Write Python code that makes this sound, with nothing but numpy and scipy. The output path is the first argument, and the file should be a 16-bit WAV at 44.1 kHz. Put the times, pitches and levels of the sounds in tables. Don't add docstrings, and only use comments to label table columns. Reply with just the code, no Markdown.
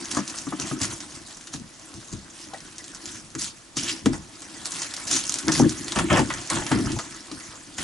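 import sys
import numpy as np
from scipy import signal
from scipy.fft import rfft, irfft, next_fast_len
from scipy.io import wavfile
from scipy.ndimage import uniform_filter1d

SR = 44100
rng = np.random.default_rng(int(sys.argv[2]) if len(sys.argv) > 2 else 0)


def dump(signal):
    limited = np.clip(np.atleast_2d(signal).T, -1, 1)
    pcm = np.round(limited * 32767).astype(np.int16)
    wavfile.write(sys.argv[1], SR, pcm)


def nominal_scale(level):
    x = np.asarray(level, float) / 20
    return 10 ** x


N = 345303


def evened(x):
    return x / np.sqrt(np.mean(x ** 2) + 1e-20)


def read(points, hz):
    f, value = np.transpose(points)
    return np.interp(np.log(hz + 1), np.log(f + 1), value)


def add(mix, start_s, sound):
    part = mix[..., round(start_s * SR):][..., :sound.shape[-1]]
    part += sound[..., :part.shape[-1]]


def colour(x, spectrum):
    size = 4096
    gain_db = np.maximum(read(spectrum, abs(np.fft.fftfreq(size, 1 / SR))), -90)
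    minimum_phase = np.exp(np.conj(signal.hilbert(np.log(nominal_scale(gain_db)))))
    taps = np.fft.ifft(minimum_phase).real[:size // 2]
    return signal.oaconvolve(x, (taps / np.linalg.norm(taps))[None], axes=-1)[..., :N]


def panned(db):
    return nominal_scale(np.array([db / 2, -db / 2]))


# (f/Hz, level/dB per Hz)
AIR = [(15, -49), (25, -0.5), (118, -23.5), (502, -13.5), (998, -16.5), (2370, -20), (7070, -19),
       (10900, -24)]


def air():
    shared, own = rng.standard_normal((1, N)), rng.standard_normal((2, N))
    same = 0.58
    return nominal_scale(-50.5) * colour(same * shared + np.sqrt(1 - same ** 2) * own, AIR)


# (t/s, peak level/dB, main pitch f/Hz, knock level re peak/dB, knock pitch f/Hz)
BLOWS = [(.169, -16, 281, 1.5, 1130), (0.468, -21, 275, -8, 1165), (0.523, -21, 306, 1.5, 1180),
         (.591, -26, 267, -16, 1560), (.713, -18.5, 258, -3.5, 1250), (.811, -21, 94, -8, 1153),
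         (1.539, -28, 255, -4, 1690), (1.599, -34, 211, -30, 751), (2.127, -26.5, 123, -22, 570),
         (5.618, -4.5, 248, -15, 1200), (5.625, -9, 150, -30, 700), (3.348, -27, 321, -28, 1280),
         (3.767, -23, 241, -7, 1243), (4.059, -5.5, 265, -7, 450), (4.131, -33, 145, 2, 840),
         (5.477, -17.5, 310, -4, 1540), (5.598, -5.5, 305, -4, 812), (5.639, -7.5, 291, -16.5, 560),
         (5.964, -19.5, 349, 3.5, 1147), (6.117, -12, 148, -2, 594), (6.194, -12, 256, -0.5, 863),
         (6.714, -11.5, 265, -3, 900), (6.772, -24, 230, -1, 1360), (6.964, -37, 153, 7, 850),
         (7.312, -28, 308, -4, 1224), (.188, -20, 199, -4, 1200), (0.206, -34, 232, -10, 707),
         (4.077, -13, 150, -19, 690), (4.091, -17, 274.5, -28, 600), (4.11, -24, 150, -30, 600),
         (5.497, -20, 151, -7, 890), (5.513, -22.5, 266, -17, 694), (5.573, -20, 150, -20, 890),
         (5.654, -7.5, 310, -25, 600), (6.135, -13, 250, -1, 910), (6.745, -18.5, 202, -14, 690),
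         (6.796, -20, 248, -16, 895), (0, -33, 326, -6, 960), (6.216, -17, 229, -10, 804)]
# (t/s, peak level/dB, knock pitch f/Hz)
TAPS = [(.342, -37, 1300), (2.535, -26, 778), (2.542, -32, 1900), (5.49, -15, 1800), (5.553, -22, 2070),
        (6.308, -28, 1214), (6.175, -11.5, 1123), (3.14, -39.5, 1550), (5.018, -35, 2250),
        (6.152, -16, 993), (6.385, -40, 690), (6.503, -21.5, 1116), (6.588, -27, 890), (6.617, -26, 843),
        (6.992, -22.5, 1230)]
# (f/Hz, level/dB, ring time as a share of the blow's [1])
BOARD_MODES = [(145, -2.5, 0.94), (195.5, -5, 1.25), (251.2, 1.5, 0.89), (290.8, 0.5, 0.93),
               (358.2, -3, 0.68), (454, -9.5, 0.22)]


def blows():
    out, t = np.zeros((1, N)), np.arange(SR // 3) / SR
    rise = 1 - np.exp(-t / 0.003)
    place = np.linspace(0, 1, num=14)[:, None]
    lowest_hz, highest_hz = 520, 2300
    sag, sag_s = 0.1, 0.012
    tap_db, tap_hz = -16.5, 310
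    taps = [(s, db + tap_db, tap_hz, -tap_db, hz) for s, db, hz in TAPS]
    for s, peak_db, hz, knock_db, knock_hz in BLOWS + taps:
        detune, turn, vary = rng.uniform(-1.1, 1, (3, len(place), 1))
        t60 = max(0.15 - 0.0033 * (peak_db + max(knock_db, 0) + 19), 0.08)
        free = np.maximum(t - 0.098 * t60, 0)

        settling = sag * sag_s * (1 - np.exp(-t / sag_s))
        low = np.sin(2 * np.pi * hz * (t + settling)) * nominal_scale(4 - 60 * free / t60)
        for k, (f, db, share) in enumerate(BOARD_MODES):
            mode_db = db - 0.5 + 5.3 * vary[k] - 60 * free / (t60 * share)
            mode_hz = f * (1 + 0.059 * detune[k])
            low += nominal_scale(mode_db) * np.sin(2 * np.pi * mode_hz * t + 1.7 * turn[k])

        f = lowest_hz * (highest_hz / lowest_hz) ** place * (1 + 0.039 * detune)
        f[abs(f - knock_hz).argmin()] = knock_hz
        octaves = np.log2(f / knock_hz)
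        tilt_db = -12 * np.maximum(octaves, -octaves / 3)
        near_db = 9 * np.exp(-(octaves / 0.12) ** 2)
        fall_db = 60 * t / t60 * (1.27 + place)
        rattle = uniform_filter1d(rng.standard_normal((len(place), len(t))), size=150)
        wobble = 1 + 0.45 * evened(rattle)
        modes = np.sin(2 * np.pi * f * t + np.pi * turn)
        high = (nominal_scale(tilt_db + near_db - fall_db) * wobble * modes).sum(0)
        high *= 1 - np.exp(-t / 0.00049)

        sound = rise * low / abs(rise * low).max() + nominal_scale(knock_db) * high / abs(high).max()
        add(out, s, nominal_scale(peak_db - 1.0) * sound[None])
    return out * panned(2.2)[:, None]


def grains(per_s, spread_db, ring_s, bed, apart=0.2):
    size_db = 2 * spread_db * np.minimum(rng.exponential(1, N), 4)
    snaps = nominal_scale(size_db) * (rng.random(N) < per_s / SR)
    power = signal.lfilter([1], [1, -np.exp(-1 / (ring_s * SR))], snaps)
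    noise = rng.standard_normal(N) + apart * rng.standard_normal((2, N))
    return evened(np.sqrt(power / power.mean() + bed) * noise)


def patchy(x, patchy_db, size):
    z = signal.stft(x, nperseg=size)[2]
    patches = uniform_filter1d(rng.standard_normal(z.shape[1:]), size=9, axis=0)
    patches = uniform_filter1d(patches, size=7, axis=1)
    out = signal.istft(z * nominal_scale(patchy_db * evened(patches)), nperseg=size)[1][:, :N]
    return out / np.exp((patchy_db * np.log(10) / 20) ** 2)


def bursts(rows, rise_db_per_s, fall_db_per_s):
    s, hold, level_db, other_db = np.transpose(rows)[..., None]
    t = np.arange(0, N + 32, 32) / SR
    rise_db = rise_db_per_s * np.maximum(s - t, 0)
    fall_db = fall_db_per_s * np.maximum(t - s - hold, 0)
    shape_db = level_db - rise_db - fall_db
    layers_db = (shape_db, shape_db + other_db)
    return [np.interp(np.arange(N) / SR, t, (nominal_scale(db) ** 2).sum(0)) for db in layers_db]


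# (t/s, effort level/dB)
EFFORT = [(0, -39), (.75, -42.5), (1.05, -44), (1.6, -52.5), (1.75, -51.5), (1.95, -46), (2.25, -50),
          (3.1, -45), (3.3, -53), (3.72, -57.5), (4.25, -50), (4.6, -40), (4.8, -38), (5.5, -36.5),
          (6.9, -38), (7.25, -44.5), (7.449, -43), (7.65, -46.5)]


def worked(middle_db, db_per_db, burst_power):
    effort_db = np.interp(np.arange(N) / SR, *np.transpose(EFFORT)) + 45
    return np.sqrt(nominal_scale(middle_db + db_per_db * effort_db) ** 2 + burst_power)


# (start t/s, hold t/s, crackle level/dB, scrape level re crackle/dB)
PULLS = [(.11, 0.084, -35, -6), (2.36, .09, -42.5, -13), (.35, 0.053, -39, -25), (.599, 0.023, -34, -5),
         (.67, 0.061, -36, -9), (.815, 0.032, -25.5, -10.5), (.905, 0.027, -33, -13),
         (1.535, 0.0086, -32, -21), (2.12, 0.029, -45, -7), (3.055, .12, -39, -28), (3.39, 0.074, -30, -20),
         (3.771, 0.028, -30.5, -12.5), (3.83, 0.094, -30.5, -11.5), (3.95, 0.046, -41, -5),
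         (4.059, 0.017, -36.5, -3.5), (4.133, 0.0065, -35.5, -2.5), (4.657, 0.0091, -31, -27),
         (4.72, 0.13, -33, -12), (5.075, 0.035, -30, -24), (5.11, 0.057, -21.5, -16.5),
         (5.29, 0.089, -40, -25), (5.575, .02, -24, -18), (3.443, .04, -36, -20), (.62, .06, -44, 4),
         (3.57, .02, -50, -15), (5.52, 0.03, -26.5, -13), (5.603, 0.042, -46, 11),
         (5.962, 0.034, -27, -1.5), (6.105, 0.085, -32, 9), (6.304, 0.086, -43.5, 4.5),
         (6.501, 0.094, -32.5, -1), (6.663, 0.065, -41.5, 6.5), (6.74, .17, -40, 0),
         (7.782, .05, -31.5, -7), (1.145, 0.027, -41.5, -18), (1.27, 0.056, -44.5, -13),
         (1.005, 0.027, -41.5, -11), (6.338, 0.02, -41.5, -6), (5.555, 0.018, -25.5, -12),
         (5.69, 0.015, -34, -19), (6.56, 0.052, -38, 4), (6.715, 0.015, -34, 6), (6.92, 0.035, -39, -9),
         (6.988, 0.026, -42, 1.5), (2.537, .006, -46, -6), (7.4, 0.061, -47, -6), (5.19, 0.049, -34, -25),
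         (4.82, 0.05, -39, -10), (.278, 0.022, -42, -21)]
# (start t/s, hold t/s, groan level/dB, deep rumble level re groan/dB)
HEAVES = [(0, 0.007, -40.5, -11), (.12, 0.056, -36.5, -9.5), (.59, 0.076, -39.5, -5), (.72, 0.042, -38, -9),
          (.82, 0.099, -40.5, -2.5), (1.0, .2, -55, 2.5), (1.545, 0.038, -50, 12),
          (1.94, 0.023, -43.5, -1.5), (2.13, 0.017, -43.5, 10.5), (3.05, 0.13, -48, -8),
          (3.355, 0.079, -49.5, 7), (3.775, 0.17, -39.5, -6.5), (4.062, 0.013, -26, 6),
          (4.5, 0.18, -50, -22), (5.1, 0.055, -37.5, -4), (5.24, 0.047, -57, 10), (5.44, 0.042, -32.5, -9),
          (5.53, 0.087, -36.5, -1), (5.69, .05, -36.5, -5), (5.61, 0.044, -30, 4),
          (5.79, 0.12, -37.5, -8.5), (5.97, 0.078, -28.5, -2), (6.11, 0.028, -25.5, 3.5),
          (6.17, 0.05, -27.5, -4), (6.28, 0.12, -43.5, 3.5), (6.52, 0.097, -33, -0.5),
          (6.72, 0.11, -27.5, -5.5), (6.84, 0.095, -33.5, 1.5), (7.05, 0.11, -50, -3),
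          (7.315, 0.026, -45, -3), (7.79, .04, -40, -4), (.3, 0.025, -49, -5), (.39, 0.038, -50, -1),
          (4.15, .03, -42, -9), (4.2, .04, -48.5, 1), (6.93, 0.032, -40, 3), (2.45, 0.032, -55.5, 2),
          (2.62, 0.027, -51, -2), (.5, .06, -48, -9)]
# (f/Hz, level/dB per Hz)
CRACKLE = [(710, -45.5), (1200, -17), (1890, -13.5), (2510, -9), (3080, -8), (4330, -4.5), (6380, -0.5),
           (10900, -9)]
# (f/Hz, level/dB per Hz)
SCRAPE = [(300, -41), (480, -10.5), (700, -7.5), (1100, -6), (1800, -5), (2300, -11), (3300, -11.5),
          (5500, -45.5)]
# (f/Hz, level/dB per Hz)
HOUSING = [(100, -44), (170, -8.5), (247, -2.5), (329, 2), (416, -13.5), (500, -36), (650, -25),
           (1100, -120)]
# (f/Hz, level/dB per Hz)
DEEP = [(12, -63), (20, -14), (103, -1.5), (135, -0.5), (156, -2.5), (220, -4), (290, -26), (480, -120)]


def rustle():
    torn, scraped = bursts(PULLS, 1500, 381)
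    loaded, shaken = bursts(HEAVES, 900, 215)
    foil = patchy(grains(450, 2.9, 0.0013, 0.8, apart=0.5), 3.2, size=256)
    wood = patchy(grains(220, 2.2, 0.003, 1.0, apart=0.42), 2.9, size=512)
    crackle = colour(worked(-45, 0.87, torn) * foil, CRACKLE)
    scrape = colour(worked(-51, 0.88, scraped) * wood, SCRAPE)
    groan = colour(worked(-51.5, 0.58, loaded) * grains(70, 1.5, 0.005, 1.1, apart=0.14), HOUSING)
    rumble = colour(worked(-56.5, 0.25, shaken) * grains(30, 3, 0.01, 0.8), DEEP)
    return crackle + scrape, groan + rumble


# (t/s, peak level/dB, ring f/Hz, woody level re peak/dB)
SNAPS = [(.3406, -32, 5660, 3), (0.3864, -14.5, 5940, -25), (.599, -13.5, 7100, -21),
         (.672, -19.5, 6750, -24), (1.537, -24, 4310, -3.5), (3.0567, -17.5, 6460, -28),
         (3.4189, -14.5, 7040, -16), (3.8851, -13.5, 6000, -35), (4.0589, -6.5, 5700, -11.5),
         (4.4198, -22, 6280, -12), (4.6565, -13, 5460, -16), (4.7084, -18, 9000, -28),
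         (4.72, -13, 7900, -27), (4.9388, -12.5, 4450, -21), (5.1125, -10, 6000, -15),
         (5.164, -10, 6750, -12), (5.2951, -5.5, 6750, -36), (5.3225, -11, 5900, -30),
         (5.341, -5.5, 7140, -43), (5.357, -14, 8500, -25), (5.4822, -7, 5140, -9), (5.5203, -8, 7200, -20),
         (5.55, -10, 4540, -27), (5.634, -21, 5900, -28), (5.8817, -11, 4500, -18),
         (5.921, -8, 4870, -16.5), (5.9882, -5, 2970, -11), (6.1034, -21, 2800, 7),
         (6.304, -17.5, 2730, 1.5), (6.717, -8, 2600, -5.5), (5.14, -20, 6200, -11),
         (5.154, -12, 6500, -18), (5.43, -27, 4400, -12), (5.256, -20, 7000, -30), (5.268, -18, 7500, -30),
         (5.278, -18, 8000, -30), (5.22, -24, 7000, -27), (0.149, -14, 6680, -20), (0.8023, -23, 5890, -9),
         (0.9016, -25, 6550, -23), (1.4406, -30, 7500, -27), (6.3386, -17, 7000, -15),
         (6.129, -16, 6500, -10), (6.17, -18, 4000, -10), (5.855, -38, 7650, -25), (5.96, -18, 3000, 0),
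         (6.4628, -33, 6830, -18), (5.5951, -12, 8600, -17), (.0852, -25, 5030, -18),
         (0.7126, -34, 6260, -13)]
# (t/s, peak level/dB, ring f/Hz, woody level re peak/dB)
SPLITS = [(0.0557, -25, 6170, -30), (.113, -15, 6460, -21), (0.17, -17, 7500, -15),
          (0.2778, -19, 4900, -36), (0.298, -21.5, 5600, -30), (0.8165, -14.5, 6150, -19),
          (1.004, -27, 4530, -6.5), (1.3707, -31, 6530, -12), (1.41, -29.5, 2270, -29),
          (1.4719, -25, 2980, -13), (2.5373, -29.5, 3190, -18), (5.128, -13, 6030, -14),
          (2.7821, -24, 7040, -35), (2.9479, -25, 7100, -16), (3.351, -25, 7200, -3),
          (3.444, -21, 7400, -31), (3.769, -13, 6960, -17), (4.8194, -15, 6600, -12.5),
          (4.9652, -19.5, 5330, -19), (5.0724, -22, 4700, -29), (5.3865, -15, 8400, -22),
          (5.589, -22, 7000, -18), (5.694, -17, 7060, -32), (6.194, -17.5, 6480, -6),
          (6.5004, -11, 9600, -23), (6.666, -22, 6500, -3), (6.9182, -19.5, 3060, -27),
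          (6.9886, -20, 5950, -5), (7.315, -24.5, 4200, -31), (7.7831, -19.5, 5600, -5)]
# (t/s, peak level/dB)
TICKS = [(2.378, -33), (2.605, -28), (2.7606, -34), (2.842, -26), (2.8807, -25), (2.97, -27), (3.1752, -35),
         (1.5983, -32), (1.7404, -41), (1.7963, -31), (1.9405, -25), (2.0023, -31), (2.0472, -43),
         (2.1266, -40), (3.3034, -32), (.2478, -37), (5.8348, -33), (6.4159, -28)]


def cracks():
    bright, woody, t = np.zeros((2, N)), np.zeros((2, N)), np.arange(3000) / SR
    snap_tail_db, split_tail_db = -19, -9
    rows = [(*row, snap_tail_db) for row in SNAPS]
    rows += [(*row, split_tail_db) for row in SPLITS]
    rows += [(s, db, 6600, -27, snap_tail_db) for s, db in TICKS]
    for s, peak_db, hz, wood_db, tail_db in rows:
        a, b, c = rng.standard_normal((3, len(t)))
        gain = nominal_scale(peak_db) * panned(1.6 * c[0])[:, None]
        ring = evened(signal.lfilter([1], [1, -1.6 * np.cos(2 * np.pi * hz / SR), 0.64], a))
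        snap = (0.65 * a + ring) * np.exp(-t / 0.00043)
        tail = nominal_scale(tail_db) * (c + 0.69 * ring) * np.exp(-t / 0.01)
        add(bright, s, gain * (snap / abs(snap).max() * 1.23 + tail))
        add(woody, s, gain * nominal_scale(wood_db) * b * np.exp(-t / 0.009))
    return nominal_scale(-3.0) * colour(bright, CRACKLE) + nominal_scale(-6.5) * colour(woody, SCRAPE)


# (t/s, level/dB)
TEAR = [
    (3.775, -43),
    (3.789, -29),
    (3.83, -45),
    (3.9, -26.5),
    (3.94, -68),
    (3.97, -70),
]


def tear():
    hz, width_hz = 3060, 980
    r = np.exp(-np.pi * width_hz / SR)
    fibres = grains(300, 1.3, 0.0024, 0.67)
    ring = signal.lfilter([1, 0, -1], [1, -2 * r * np.cos(2 * np.pi * hz / SR), r * r], fibres)
    s, level_db = np.transpose(TEAR)
    return nominal_scale(np.interp(np.arange(N) / SR, s, level_db, -120, -120)) * evened(ring)


# (f/Hz, t to fall 60 dB/s)
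ROOM = [(100, 0.034), (300, 0.44), (1000, 0.25), (4000, 0.2), (10000, 0.09)]


def room(x):
    taps = np.zeros((2, SR // 2))
    starts = np.arange(100, SR // 2 - 20, 20)
    at = starts + rng.integers(0, 20, (2, len(starts)))
    np.put_along_axis(taps, at, rng.choice([-1., 1.], at.shape), 1)
    hz, t, z = signal.stft(taps, SR, nperseg=256)
    fall_db = -60 * t / np.maximum(read(ROOM, hz), 0.02)[:, None]
    tail = signal.istft(z * nominal_scale(fall_db), SR, nperseg=256)[1]
    tail[:, :100] = 0
    return signal.fftconvolve(x, tail / np.linalg.norm(tail[0]), axes=1)[:, :N]


def scene():
    bright, low = rustle()
    bright = bright + cracks() + tear()
    low = low + blows()
    return bright + low + room(nominal_scale(-10.0) * bright + nominal_scale(-25.5) * low) + air()


def top_cut(x):
    return signal.sosfilt(signal.butter(12, 12370, fs=SR, output="sos"), x)


# (f/Hz, left minus right level/dB)
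PORT_LEVEL = [(30, -.5), (70, 1.5), (300, 1.3), (700, 1.3), (1500, -.2), (9000, -.4), (12000, 2)]
# (f/Hz, phase/radians)
PORT_PHASE = [(30, .4), (150, .6), (500, .55), (1500, .5), (2200, .9), (4100, .2), (10000, .4)]
# (f/Hz, level/dB)
LEAK = [(11000, -6), (11500, -18), (12000, -25), (13000, -31), (15000, -44), (17000, -70)]


def record(dry):
    limit_db, squeeze, recover_db_per_s, edge_hz = -15, 0.35, 140, 11070
    power_db = 10 * np.log10(abs(uniform_filter1d((dry ** 2).mean(0), size=200)) + 1e-12)
    fall_db = np.arange(N) * recover_db_per_s / SR
    held_db = np.maximum.accumulate(power_db + fall_db) - fall_db
    over_db = np.maximum(held_db - limit_db, 0)
    limited = dry / nominal_scale(squeeze * uniform_filter1d(over_db, size=120))

    size = next_fast_len(N + 4096)
    hz = np.fft.rfftfreq(size, 1 / SR)
    half = nominal_scale(read(PORT_LEVEL, hz) / 2) * np.exp(0.5j * read(PORT_PHASE, hz))
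    ported = rfft(limited, size) * np.array([half, 1 / half])
    below = irfft(ported * (hz < edge_hz), size)[:, :N]
    above = irfft(ported * (hz >= edge_hz) * nominal_scale(read(LEAK, hz)), size)[:, :N]

    power = (above ** 2).mean(0)
    quick, slow = (abs(uniform_filter1d(power, size=n)) + 1e-11 for n in (130, 2600))
    opened = uniform_filter1d(1. * (quick > 5.5 * slow), size=400)
    return top_cut(below + np.minimum(2.7 * opened, 1) * above)


dry = scene()
out = record(dry)
dump(out)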